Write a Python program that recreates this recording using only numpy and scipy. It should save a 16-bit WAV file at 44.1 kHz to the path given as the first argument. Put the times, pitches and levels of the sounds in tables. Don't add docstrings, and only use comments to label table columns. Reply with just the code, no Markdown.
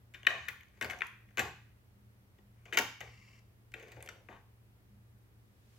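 import sys
import numpy as np
from scipy import signal
from scipy.io import wavfile
from scipy.ndimage import uniform_filter1d

SR = 44100
rng = np.random.default_rng(int(sys.argv[2]) if len(sys.argv) > 2 else 0)


def pcm_store(signal):
    levels = np.round(np.clip(np.atleast_2d(signal), -1, 1) * 32767)
    wavfile.write(sys.argv[1], SR, levels.astype(np.int16).T)


def gain_from_db(level_db):
    decades = np.asarray(level_db, float) / 20
    return 10 ** decades


N = 254898

# nominal f/Hz, relative level/dB, t60/s
CHASSIS_MODES = [(222.5, -4.5, 0.073), (260, 0, 0.018), (336, -1.5, .05), (443, -0.5, 0.043),
                 (543, -4, 0.07), (613, -3.5, .04), (718.3, 4, .04), (782, 6, 0.016), (900.6, 0.5, .03)]
FRONT_MODES = [(1007, -5, 0.0093), (1140, 2.5, 0.018), (1400, -8, 0.0054), (1515, 6, 0.0084),
               (1746, 1, 0.016), (1860, 1, 0.021), (2080, 7.5, 0.01), (2169, 9, 0.01), (2480, 7.5, 0.0076),
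               (2676, 1.5, 0.013), (2900, 0.5, 0.013), (3110, -7.5, 0.034), (3510, 1, 0.012),
               (3950, -10.5, 0.0012)]
METAL_MODES = [(4420, 0, .003), (5000, -1, .003), (5700, -2, .003), (6430, -1, .0035), (7100, -4, .003),
               (7750, -8, .003)]
SPRING_MODES = [(8700, -11, .002), (9600, -10, .002), (10400, -5, .002), (11300, -1, .002),
                (12500, 0, .002), (13700, 0, .002), (15000, -3, .002)]


def evened(x):
    return x / np.sqrt(np.mean(x ** 2) + 1e-20)


def read(points, hz):
    f, value = np.transpose(points)
    return np.interp(np.log(hz + 1), np.log(f + 1), value)


def add(mix, start_s, sound):
    part = mix[round(start_s * SR):][:len(sound)]
    part += sound[:len(part)]


def resonate(x, hz, width_hz):
    turn = np.exp(2j * np.pi * np.cumsum(hz * np.ones(len(x))) / SR)
    r = np.exp(-np.pi * width_hz / SR)
    return 2 * (turn * signal.lfilter([1 - r], [1, -r], x / turn)).real


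def ring(modes, chance, focus_hz=None, focus_db=18):
    spread_db, detune = 2, 0.029
    hz, db, t60_s = np.transpose(modes)[:, :, None]
    t = np.arange(6000) / SR
    level_luck, pitch_luck = chance[:2 * len(modes)].reshape(2, -1, 1)
    db = db + spread_db * level_luck
    if focus_hz:
        db = db - focus_db * np.log2(hz / focus_hz) ** 2
    sign = (-1.) ** np.arange(len(modes))[:, None]
    tones = np.sin(2 * np.pi * hz * (1 + detune * pitch_luck) * t)
    sound = (sign * gain_from_db(db - 60 * t / t60_s) * tones).sum(0)
    band = signal.butter(3, [.8 * hz.min(), 1.15 * hz.max()], "band", fs=SR, output="sos")
    return signal.sosfilt(band, sound)


def knocks():
    # t/s, front peak level/dB, chassis re front/dB (before +5), metal and springs re front/dB
    # (before +6 and +4), 1/e rattle time/ms
    blow_table = [(0.138, -46, -28, -18.5, 2), (0.1446, -39.5, -26.5, -19, 7.8),
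                  (0.2313, -42, -20, -24.5, 0.95), (0.249, -40, -32, -35.5, 3.2),
                  (0.2675, -9.5, -36.5, -28.5, 3.36), (0.3837, -54, -9, -11, 2),
                  (0.4393, -60, -23, -25, 2.2), (0.482, -32, -26, -46, 6.1), (0.4846, -29.5, -40, -18, 7.1),
                  (0.608, -48.5, -33, -25, 3.8), (0.633, -55.5, -22, -13, 1.7), (0.6844, -78, 0, 6, 0.8),
                  (0.7728, -62, -7.5, -12, 6), (0.8115, -27, -17, -16.5, 9.8), (0.8243, -28.5, -15, -17, 7),
                  (0.8447, -33, -10.5, -11.5, 10.4), (0.8985, -32, -19, -18, 8.8),
                  (0.908, -33, -23, -18.5, 9.9), (0.9314, -37, -12, -23, 6.3),
                  (0.988, -51.5, -13, -6.5, 7.3), (1.0073, -31, -24, -27, 1),
                  (1.0187, -21.5, -51, -30, 2.1), (1.068, -49, -35, -13, 2), (1.2888, -60, -22, -25, 4.3),
                  (1.3071, -61, -16, -18, 3.7), (1.3722, -27, -13, -17, 19),
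                  (1.3813, -25.5, -16.5, -21, 11), (1.3933, -20.5, -15.5, -15.5, 11.2),
                  (1.4193, -37, -9, -19, 62), (2.386, -59.5, -5, -19.5, 4),
                  (2.6545, -49, -12.5, -17.5, 6.8), (2.7255, -28, -18.5, -27, 12),
                  (2.7334, -38, -23, -7.5, 9.7), (2.7441, -31, -11, -19.5, 13), (2.7722, -14, -20, -16, 8),
                  (2.7858, -19.5, -14, -9.5, 5.9), (3.0053, -39.5, -9.5, -14, 3.7),
                  (3.0116, -36.5, -26, -17.5, 6.9), (3.7187, -57, -16, -7, 4.7),
                  (3.739, -32.5, -21, -23.5, 6.6), (3.797, -47.5, -30, -18, 10),
                  (3.827, -51, -22, -10.5, 8.1), (3.8819, -57, -22, -10, 6.1),
                  (3.918, -47.5, -11, -12.5, 9.6), (3.9622, -54, 1.5, -22, 16), (4.005, -48, -37, -19, 4.6),
                  (4.026, -46, -19, -30, 4.7), (4.0605, -49, -33, -11, 5), (4.0745, -39.5, -42, -24, 0.87),
                  (4.0883, -38, -21, -13, 5.3), (4.2869, -43, -8, -30, 5.8), (4.305, -51, -6.5, -30, 68)]
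    # front's focus for a 1 ms rattle f/Hz, loss an octave away/dB
    part_table = [(2870, 10), (2484, 14), (2240, 24.5), (2530, 13.5), (2630, 12), (2604, 18), (2300, 5)]
    part_from_s = [0, .4, 1.0, 1.35, 2.3, 3.7, 4.2]
    first_blow, chatter, contacts_per_s = 1.71, 0.82, 4000
    focus_sink = 0.1
    chassis_db, metal_db, spring_db = 5, 6, 4
    out, t = np.zeros(N), np.arange(3000) / SR
    count = len(blow_table)
    chance = rng.standard_normal((count, 92))
    sizes = rng.standard_normal((count, 3000))
    hits = rng.random((count, 3000)) < contacts_per_s / SR
    for (s, db, weight_db, hard_db, rattle_ms), luck, size, hit in zip(blow_table, chance, sizes, hits):
        rattle_ms = max(rattle_ms, .3)
        contacts = chatter * size * hit * np.exp(-(1000 * t / rattle_ms) ** 0.98)
        contacts[0] = first_blow
        chassis = ring(CHASSIS_MODES, luck[30:])
        chassis *= 1 - np.exp(-np.arange(6000) / SR / 0.0023)
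        focus_hz, narrow_db = part_table[np.searchsorted(part_from_s, s) - 1]
        front = ring(FRONT_MODES, luck, focus_hz * rattle_ms ** -focus_sink, narrow_db)
        low_hz = focus_hz * .5 ** np.sqrt(8 / max(narrow_db, 1))
        front = signal.sosfilt(signal.butter(2, low_hz, "high", fs=SR, output="sos"), front)
        bodies = [(front, 0),
                  (chassis, weight_db + chassis_db),
                  (ring(METAL_MODES, luck[60:]), hard_db + metal_db),
                  (ring(SPRING_MODES, luck[75:]), hard_db + spring_db)]
        for body, body_db in bodies:
            sound = signal.fftconvolve(contacts, body)
            add(out, s, gain_from_db(db + body_db) * sound / abs(sound).max())
    return out


def snaps():
    snap_table = [(0.485, -35, 13000), (0.608, -56.5, 13000), (1.0463, -57, 11000), (1.069, -45.5, 10500),
                  (1.208, -65.5, 12000), (4.0251, -40.5, 9500), (4.061, -52.5, 11000)]
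    out, t = np.zeros(N), np.arange(800) / SR
    for (s, db, hz), luck in zip(snap_table, rng.standard_normal((len(snap_table), 826))):
        tremble = luck[26:] * np.exp(-t / 0.0021)
        sound = signal.fftconvolve(tremble, ring(METAL_MODES + SPRING_MODES, luck, hz, focus_db=47))
        add(out, s, gain_from_db(db) * sound / abs(sound).max())
    return out


def stroke(start_s, length_s, from_db, to_db):
    fade_s = .008
    t = np.arange(N) / SR - start_s
    gate = np.clip(np.minimum(t, length_s - t) / fade_s, 0, 1)
    return gate * gain_from_db(from_db + (to_db - from_db) * np.clip(t / length_s, 0, 1))


def slides():
    # start t/s, length/s, start level/dB, end level/dB, f/Hz
    scrape_table = [(0.157, 0.13, -68, -72, 2100), (.29, .33, -46.5, -75, 1820),
                    (0.733, 0.068, -79, -71, 2100), (.82, 0.17, -56, -66, 1950),
                    (1.026, 0.17, -54.5, -85, 2050), (1.257, 0.15, -90.5, -72, 1900),
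                    (2.562, .09, -86.5, -78.5, 2300), (2.655, 0.083, -62.5, -68, 2350),
                    (3.019, 0.11, -53.5, -76, 2250), (3.76, 0.27, -62, -69.5, 2200),
                    (4.023, 0.05, -58, -71, 2250), (4.087, 0.11, -61.5, -77, 2900),
                    (4.29, 0.13, -65, -76.5, 1750)]
    grumble_table = [(0.273, 0.12, -48, -57.5, 620), (0.88, 0.13, -55, -65.5, 704),
                     (2.657, .07, -67, -67, 458), (3.025, 0.088, -57, -75, 487), (3.755, .2, -59, -64, 435),
                     (3.98, 0.25, -59.5, -70.5, 490), (4.298, 0.082, -52, -85, 680)]
    hiss_db, slips_per_s = -14, 6000
    slips = rng.standard_normal((3, N)) * gain_from_db(2.4 * rng.exponential(1, (3, N)))
    slips *= rng.random((3, N)) < slips_per_s / SR
    bodies = FRONT_MODES, CHASSIS_MODES[2:], METAL_MODES + SPRING_MODES[:2]
    front, chassis, metal = (evened(signal.oaconvolve(x, ring(modes, np.zeros(60)))[:N])
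                             for x, modes in zip(slips, bodies))
    out = np.zeros(N)
    for *row, hz in scrape_table:
        scrape = evened(.3 * front + resonate(front, hz, 400))
        out += stroke(*row) * (scrape + gain_from_db(hiss_db) * metal)
    for *row, hz in grumble_table:
        out += stroke(*row) * evened(0.13 * chassis + resonate(chassis, hz, 110))
    return out


def whirr():
    gear_table = [(1190, 370, -6.5), (2200, 520, 7.5), (2655, 350, 4), (4810, 1260, 0), (5460, 760, -7),
                  (6500, 1200, -8.5)]
    start_s, stop_s, level_db, sag_db_per_s = 3.03, 3.41, -66, -3
    t = np.arange(0, stop_s - start_s, 1 / SR)
    noise = rng.standard_normal(len(t))
    flutter_db = 2.0 * evened(uniform_filter1d(rng.standard_normal(len(t)), 300))
    noise *= gain_from_db(flutter_db)
    bands = sum(gain_from_db(db) * evened(resonate(resonate(noise, hz, width_hz), hz, width_hz))
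                for hz, width_hz, db in gear_table)
    out = np.zeros(N)
    add(out, start_s, gain_from_db(level_db + sag_db_per_s * t) * evened(bands) * signal.windows.tukey(len(t), .12))
    return out


def bumps():
    bump_table = [(0.352, -52.5), (0.817, -51), (0.858, -70), (1.382, -43.5), (1.42, -58), (2.782, -58),
                  (3.001, -54.5), (3.949, -52.5), (4.29, -61)]
    bench_modes = [(70.6, -10.5, 0.29), (100.6, -2, .2), (116.4, 2.5, 0.63)]  # f/Hz, level re bump/dB, t60/s
    out, t = np.zeros(N), np.arange(9000) / SR
    rock = sum(gain_from_db(db - 60 * t / t60_s) * np.sin(2 * np.pi * hz * t) for hz, db, t60_s in bench_modes)
    rock *= 1 - np.exp(-t / .012)
    for s, db in bump_table:
        add(out, s, gain_from_db(db) * rock)
    return out


def ports(x):
    lean_table = [(100, 2), (700, 1.5), (1290, 18.5), (2380, 6.5), (4400, -4.5), (8120, -16.5),
                  (15000, -6.5)]
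    hz = abs(np.fft.fftfreq(2048, 1 / SR))
    log_gain = np.log(gain_from_db(read(lean_table, hz) / 2))
    half = np.exp(np.conj(signal.hilbert(log_gain)))
    taps = np.fft.ifft([half, 1 / half]).real[:, :1024]
    taps[1] = np.roll(taps[1], 2)
    return signal.oaconvolve(x[None], taps, axes=1)[:, :N]


def room(x):
    decay_table = [(100, 0.36), (260, 0.29), (700, 0.24), (1840, 0.53), (4850, 0.49), (12800, 0.3)]  # f/Hz, t60/s
    tint_table = [(100, 1.5), (500, 1.5), (1000, 9.5), (2000, -7), (5000, -2), (7500, -1.5), (8800, 0.5),
                  (12000, -3)]
    likeness_table = [(100, 1), (300, .97), (600, .8), (1500, .4), (3000, .2)]  # f/Hz, left-right likeness of the tail
    level_db, first, spacing = -9, 460, 20
    out = np.zeros((2, N))
    for k in range(3):
        taps = np.zeros((2, SR // 2))
        slots = np.arange(first, SR // 2 - spacing, spacing)
        at = slots + rng.integers(0, spacing, (2, (SR // 2 - 461) // spacing))
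        np.put_along_axis(taps, at, rng.choice([-1., 1.], at.shape), 1)
        hz, t, z = signal.stft(taps, SR, nperseg=512)
        same = np.clip(read(likeness_table, hz), 0, 1)[:, None]
        z[1] = same * z[0] + np.sqrt(1 - same ** 2) * z[1]
        z *= gain_from_db(-60 * t / read(decay_table, hz)[:, None])
        tinted = z * gain_from_db(read(tint_table, hz))[:, None]
        tail = signal.istft(tinted, SR, nperseg=512)[1] / np.linalg.norm(z[0])
        turn = np.sqrt(2 / 3) * np.cos(np.pi * (80 * np.arange(N) / SR + k / 3))
        out += signal.fftconvolve(turn * x[None], tail, axes=1)[:, :N]
    return gain_from_db(level_db) * out / np.sqrt(128)


def hum():
    hum_table = [(114.6, -64.5, 2), (199.8, -75.5, 3.5), (60.4, -73, 19), (92, -75, 10)]  # f/Hz, rms level/dB, width/Hz
    t, out = np.arange(N) / SR, np.zeros(N)
    for k, (hz, db, width_hz) in enumerate(hum_table):
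        pole = np.exp(-np.pi * width_hz / SR)
        wander = signal.lfilter([1], [1, -pole], rng.standard_normal((2, N)))
        steady = 1.8 if k == 0 else 0
        size = steady + evened(wander[0]) + 1j * evened(wander[1])
        out += gain_from_db(db) * evened((size * np.exp(2j * np.pi * hz * t)).real)
    return out


def air():
    air_table = [(25, -38), (38, -21.5), (50, -7.5), (70, -3.5), (100, -8), (150, -18.5), (200, -15),
                 (270, -21), (400, -21), (630, -27.5), (2000, -31), (4000, -38.5), (8000, -43),
                 (13000, -41), (16000, -42.5)]
    likeness_table = [(60, 0.94), (130, 0.59), (290, 0.53), (640, 0.39), (1410, -0.35), (3100, -0.31),
                      (6820, -0.14), (15000, 0.92)]
    level_db = -65.5
    frames, hz = N // 512 + 5, np.fft.rfftfreq(2048, 1 / SR)
    a, b, c, d = rng.standard_normal((frames, 1025, 4)).T
    same = np.clip(read(likeness_table, hz), -1, 1)[:, None]
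    left = a + 1j * b
    right = same * left + np.sqrt(1 - same ** 2) * (c + 1j * d)
    z = np.array([left, right]) * gain_from_db(read(air_table, hz))[:, None]
    return gain_from_db(level_db) * evened(signal.istft(z, nperseg=2048, noverlap=1536)[1][:, :N])


def rustle():
    at_s, level_db, rise_db_per_s = 5.55, -83, 46
    t = np.arange(N) / SR - at_s
    band = signal.butter(1, [1200, 6000], "band", fs=SR, output="sos")
    noise = evened(signal.sosfilt(band, rng.standard_normal((2, N))))
    return gain_from_db(level_db + rise_db_per_s * t) * noise


def scene():
    deck = knocks() + snaps() + slides() + whirr() + bumps()
    return ports(deck) + room(deck) + air() + hum() + rustle()


def band_limit(x):
    return signal.sosfilt(signal.butter(12, 16570, fs=SR, output="sos"), x)


def record(dry):
    bass_cut = signal.butter(2, 40, "high", fs=SR, output="sos")
    edge = signal.firwin(511, 15950, window=("kaiser", 9), fs=SR)
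    mix = signal.oaconvolve(signal.sosfilt(bass_cut, dry), edge[None], "same")
    return band_limit(mix)


dry = scene()
out = record(dry)
pcm_store(out)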